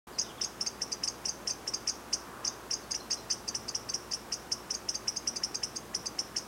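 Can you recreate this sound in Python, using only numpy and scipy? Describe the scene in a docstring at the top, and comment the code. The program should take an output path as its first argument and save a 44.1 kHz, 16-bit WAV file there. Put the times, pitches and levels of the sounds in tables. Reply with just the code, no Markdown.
"""Two chipmunks in a juniper

Each chips about five times a second, and the two drift in and out of step. A chip is a quick run of
upward glides whose pitch leaps into the range where the throat rings; branches and trees scatter it.
Behind them are light wind, a far motor's hum and a few faint bird whistles."""
import sys
import numpy as np
from scipy import signal
from scipy.fft import rfft, irfft, next_fast_len
from scipy.io import wavfile
from scipy.ndimage import map_coordinates

SR = 44100
rng = np.random.default_rng(int(sys.argv[2]) if len(sys.argv) > 2 else 0)


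def unload_wav(signal):
    """Save mono or channel-first audio to the path in sys.argv[1] as 16-bit WAV at rate SR, clipped to [-1, 1]."""
    wavfile.write(
        sys.argv[1],
        SR,
        np.round(np.clip(np.atleast_2d(signal).T, -1, 1) * 32767).astype(np.int16),
    )


N = 285327
ATTACK_MS, RELEASE_MS = .5, 1.8  # how quickly each glide of a chip fades in and out


def amp(db):
    """Turn decibels into a number to multiply a sound by."""
    return 10 ** (np.asarray(db) / 20)


def unit(x):
    """Scale a signal to an average strength (rms) of 1."""
    return x / np.sqrt(np.mean(x ** 2) + 1e-20)


def along(points, hz):
    """Read between (Hz, value) points, giving every octave the same width."""
    point_hz, values = np.transpose(points)
    return np.interp(np.log(hz + 1), np.log(point_hz + 1), values)


def wobble(rate, size=N):
    """A smooth curve through `rate` random values a second."""
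    position = np.arange(size) * rate / SR
    return map_coordinates(rng.standard_normal(int(position[-1]) + 4), [position])


def swell(s, half_length_s, db):
    """A rise in dB that comes up, holds around time s and sinks again."""
    return db / (1 + ((np.arange(N) / SR - s) / half_length_s) ** 4)


def filtered(x, response):
    """Scale each frequency in x by response(hz)."""
    size = next_fast_len(N + SR // 4)
    hz = np.fft.rfftfreq(size, 1 / SR)
    return irfft(rfft(x, size) * response(hz), size)[..., :N]


def noise(spectrum):
    """Noise of strength 1, shaped by (Hz, dB) points."""
    return unit(filtered(rng.standard_normal(N), lambda hz: amp(along(spectrum, hz))))


def add(track, s, sound):
    """Mix a sound into the track from time s."""
    i = max(round(s * SR), 0)
    track[i:i + len(sound)] += sound[:max(N - i, 0)]


def scatter(fade_s, rise_s):
    """A blur of tiny echoes that builds up, then dies away by 60 dB every fade_s."""
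    t = np.arange(SR // 2) / SR
    build_up = 1 - np.exp(-(t / rise_s) ** 2)
    tail = rng.standard_normal(len(t)) * amp(-60 * t / fade_s) * build_up
    return tail / np.linalg.norm(tail)


def woodland(sound, echoes, branches_db, trees_db):
    """A sound arrives directly, as single echoes, and blurred by near branches and farther trees."""
    path = amp(branches_db) * scatter(fade_s=.066, rise_s=.0051)
    path += amp(trees_db) * scatter(fade_s=.42, rise_s=.01)
    path[0] += 1  # the direct sound
    for ms, db in echoes:
        path[round(ms * SR / 1000)] += amp(db)
    return signal.fftconvolve(sound, path)


def wind():
    """Steady air, one soft gust in the needles, and a far rumble and drone that slowly grow."""
    # Four noise shapes. Each row: frequency in Hz, relative level in dB.
    air_shape = [(25, -34), (40, -7), (85, -8.5), (150, -2.5), (200, -1), (400, 0.5), (600, -2),
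                 (1100, -3.5), (1500, -7.5), (2000, -12), (4000, -17.5), (7500, -19.5), (11000, -21.5),
                 (15000, -25.5)]
    needle_shape = [(400, -62), (700, -5.5), (1100, 4), (1650, -3.5), (2100, -21.5), (4000, -41)]
    rumble_shape = [(35, -44), (65, -7), (120, 7), (170, -33), (300, -42)]
    drone_shape = [(120, -40), (180, 4), (230, 4), (270, -7), (380, -33)]
    # The gust and two low swells near 3.6 s and 3.9 s. Each gives: middle in seconds, half length in seconds,
    # rise in dB.
    gust = (2.39, .2, 9)
    bumps = [(3.6, .06, 13), (3.92, .1, 9)]
    growth_db = .97 * np.arange(N) / SR
    bumps_db = sum(swell(*bump) for bump in bumps)
    air = amp(-48) * noise(air_shape)
    needles = amp(-59.5 + swell(*gust)) * noise(needle_shape)
    rumble = amp(-70.5 + growth_db + bumps_db) * noise(rumble_shape)
    drone = amp(-65 + growth_db / 2 + 2.5 * wobble(6)) * noise(drone_shape)  # comes and goes
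    return air + needles + rumble + drone


def motor(drift=.0018, smear_radians=.61, waver_db=1, treble_db=-1.3):
    """A far motor hums; its higher tones waver more on their way through the air."""
    # The hum's tones. Each row: frequency in Hz, base level in dB.
    tones = [(59.5, -62.5), (119.5, -66.5), (226.1, -65), (297.2, -67), (356.9, -60), (475.9, -66.5)]
    speed = 1 + drift * wobble(1.92)
    out = np.zeros(N)
    for hz, db in tones:
        depth = min((hz / 240) ** 2, 1)
        phase = 2 * np.pi * hz * np.cumsum(speed) / SR + smear_radians * depth * wobble(14)
        level_db = db + depth * (treble_db + waver_db * wobble(5.4))
        out += np.sqrt(2) * amp(level_db) * np.sin(phase)
    return out


def bird(gain_db=3.5, quaver=.014, flutter_db=2.5):
    """A far bird whistles short, slightly unsteady slides through the trees."""
    # Each row: start in seconds, length in seconds, first and last pitch in Hz, base level in dB.
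    whistles = [(.11, .068, 5300, 3900, -60), (.228, .045, 4400, 2800, -56), (.28, .032, 3800, 2800, -55),
                (.37, .035, 3950, 2750, -55), (.402, .03, 4100, 3000, -55), (2.475, .035, 3450, 3850, -59),
                (2.82, .028, 4850, 4150, -57), (2.997, .018, 4400, 4130, -54),
                (3.168, .028, 4250, 4080, -55)]
    out = np.zeros(N)
    for s, length_s, start_hz, end_hz, db in whistles:
        n = round(length_s * SR)
        pitch = np.geomspace(start_hz, end_hz, n) * (1 + quaver * wobble(390, n))
        level = amp(db + gain_db + flutter_db * wobble(190, n)) * np.sqrt(np.hanning(n))
        note = level * np.sin(2 * np.pi * np.cumsum(pitch) / SR)
        add(out, s, woodland(note, echoes=[], branches_db=-3, trees_db=-3))
    return out


def tremble(size):
    """A very fast random quiver for the voice."""
    smoothed = signal.fftconvolve(rng.standard_normal(SR // 20), np.hanning(SR // 700), "same")
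    return unit(smoothed)[:size]


def glide(row, tuning, roughness, overtone_fall_db, shimmer_db=2.5, overlap_ms=.35):
    """One upward sweep of the voice with its overtones; pitch and strength tremble a little."""
    length_ms, start_hz, end_hz, db, swell_db, overtones_db, growth_db = row
    ms = np.arange(-overlap_ms, length_ms + overlap_ms, 1000 / SR)
    progress = ms / length_ms
    pitch = start_hz * (end_hz / start_hz) ** progress * (tuning + roughness * tremble(len(ms)))
    phase = 2 * np.pi * np.cumsum(pitch) / SR
    voice = np.sin(phase)
    for k in (2, 3, 4):
        overtone_db = overtones_db + growth_db * (progress - .5) - overtone_fall_db * (k - 2) ** 2
        voice += amp(overtone_db) * (k * pitch < SR / 2) * np.sin(k * phase)
    edges = np.minimum((ms - ms[0]) / ATTACK_MS, (ms[-1] - ms) / RELEASE_MS)
    fade = np.sin(np.pi / 2 * np.minimum(edges, 1))
    level_db = db + swell_db * (progress - .5) + shimmer_db * tremble(len(ms))
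    return voice * fade * amp(level_db)


def chip(glides, throat, treble_db, pitch_spread, roughness, overtone_fall_db):
    """Four glides, shaped by the throat: faint low start, buzzy lead-in, main note, closing flick."""
    # How much each of the four glides varies from chip to chip, in dB.
    variations_db = [1.4, 0.76, 0.18, 0.3]
    # Where a wider mouth brightens the chip. Each row: frequency in Hz, share of treble_db.
    mouth = [(6500, 0), (8000, 0.98)]
    voice = np.zeros(SR // 20)
    tuning = 1 + pitch_spread * rng.standard_normal()
    s = 0
    for row, variation_db in zip(glides, variations_db):
        strength = amp(variation_db * rng.standard_normal())
        add(voice, s, strength * glide(row, tuning, roughness, overtone_fall_db))
        s += row[0] / 1000
    hz = np.fft.rfftfreq(len(voice), 1 / SR)
    shape_db = along(throat, hz) + treble_db * along(mouth, hz)
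    return irfft(rfft(voice) * amp(shape_db), len(voice))


def chipmunk(chips, glides, throat, echoes, gain_db, branches_db, trees_db, **voice):
    """One animal's chips, each timed by its main note and heard through the trees."""
    out = np.zeros(N)
    lead_s = (glides[0][0] + glides[1][0] + ATTACK_MS) / 1000
    for s, db, treble_db in chips:
        call = amp(db + gain_db) * chip(glides, throat, treble_db, **voice)
        add(out, s - lead_s, woodland(call, echoes, branches_db, trees_db))
    return out


def two_chipmunks():
    """One voice is bright; the other is hoarse because its pitch trembles more."""
    # The chips. Each row: time of the main note in seconds, base level in dB, treble boost in dB.
    bright_chips = [(0.2146, -28, -2), (0.4146, -24, -1.5), (0.6102, -25, 1), (0.8183, -25, 0),
                    (1.037, -23.5, 1.5), (1.2549, -25, -1.0), (1.475, -24.5, 2), (1.6771, -24.5, 0.5),
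                    (1.8748, -24, 0), (2.1323, -24.5, 2), (2.4485, -25, -4), (2.7105, -24, -3),
                    (2.9477, -25, -5), (3.1294, -24, -2), (3.3215, -24.5, 0), (3.5496, -25.5, 2),
                    (3.7497, -24.5, -2.5), (3.941, -25.5, 2.5), (4.1361, -26, 1.5), (4.3237, -26.5, 0.5),
                    (4.5196, -24, 0), (4.7067, -24.5, 0.0), (4.8893, -25.5, 0), (5.0799, -24, 1.5),
                    (5.2743, -23.5, 1.5), (5.436, -23.5, 1), (5.6342, -23.5, 2), (5.9483, -24, 1.5),
                    (6.1904, -23.5, 0.5), (6.3656, -22.5, 0)]
    hoarse_chips = [(0.1909, -24, -4.5), (0.4418, -27.5, 1), (0.669, -25, -2.5), (0.9233, -26.5, 0.5),
                    (1.0802, -26.5, -1), (1.2883, -27.5, 0), (1.5038, -27.3, 1.5), (1.7417, -26, -2),
                    (1.8928, -25.5, -3), (2.1336, -25.5, -2), (2.4739, -26, -3), (2.7349, -26, -2),
                    (2.9143, -27.5, 3.5), (3.1129, -24.5, -1), (3.3071, -24, -2.0), (3.4837, -28.5, 1),
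                    (3.6873, -29, 1.5), (3.8948, -29, 0.0), (4.1176, -30.5, 0.0), (4.3361, -30, 1.0),
                    (4.5224, -29.7, -2), (4.7452, -29.5, 3), (4.95, -27.5, 0.5), (5.167, -28, 2.5),
                    (5.3649, -28, 2), (5.5505, -27.5, 1), (5.7633, -29.5, 5), (6.0635, -29.5, 3.5),
                    (6.3804, -30.5, 0.5)]
    # A chip's glides. Each row: length in ms, first and last pitch in Hz, then in dB the
    # relative level, its change over the glide, the overtones' level and its change over the glide.
    bright_glides = [(9.8, 1570, 2200, -18.5, 3.5, -16, 14), (4.2, 2620, 3700, -10, -7.5, -6, 14),
                     (6.36, 4950, 6160, .5, 2.5, -13, -4), (6.4, 8170, 9500, -7.5, -2, -20, 0)]
    hoarse_glides = [(7.5, 1550, 2260, -14.5, 15, -5, 7), (4.8, 2400, 3000, -7.5, -6.5, 5, 14),
                     (5, 4560, 5040, 0.9, 8.5, -8.5, -6), (3.75, 6060, 6630, 3, 0, -16, 0)]
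    # The throats ring most at about 4600-6400 Hz. Each row: frequency in Hz, boost or cut in dB.
    bright_throat = [(1500, -6.5), (2800, -9), (3400, -14.5), (4250, -8), (4700, -5), (5400, 1),
                     (6400, -2.5), (7300, -1), (8400, -12), (10600, -12), (11500, -28), (15000, -45)]
    hoarse_throat = [(1500, -9.5), (2800, -12.5), (4250, -15), (4600, -1.5), (5400, 1), (6400, -1),
                     (7200, -9), (8400, -10.5), (9500, -10), (10200, -25), (15000, -48)]
    # Echoes off branch, ground and trunks. Each row: delay in ms, level against the direct sound in dB.
    bright_echoes = [(2.66, -12), (4.13, -13), (8.91, -11.5), (16.5, -16), (45, -25), (59, -26), (79, -29)]
    hoarse_echoes = [(3.75, -10), (5.86, -11.5), (24, -22)]
    bright = chipmunk(bright_chips, bright_glides, bright_throat, bright_echoes,
                      gain_db=-.5, branches_db=-4, trees_db=-13,
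                      pitch_spread=.0026, roughness=.0063, overtone_fall_db=0)
    hoarse = chipmunk(hoarse_chips, hoarse_glides, hoarse_throat, hoarse_echoes,
                      gain_db=-1.5, branches_db=-7.5, trees_db=-15.5,
                      pitch_spread=.0083, roughness=.019, overtone_fall_db=2)
    return bright + hoarse


def scene():
    """All the sources together, the same in both channels."""
    mono = two_chipmunks() + bird() + wind() + motor()
    return np.array([mono, mono])


def record(dry, start_s=.069, fade_s=.004, top_hz=15900):
    """The sound opens after a moment of silence and keeps nothing above top_hz."""
    opening = np.clip((np.arange(N) / SR - start_s) / fade_s, 0, 1)
    return filtered(dry * opening, lambda hz: hz < top_hz)


dry = scene()
out = record(dry)
unload_wav(out)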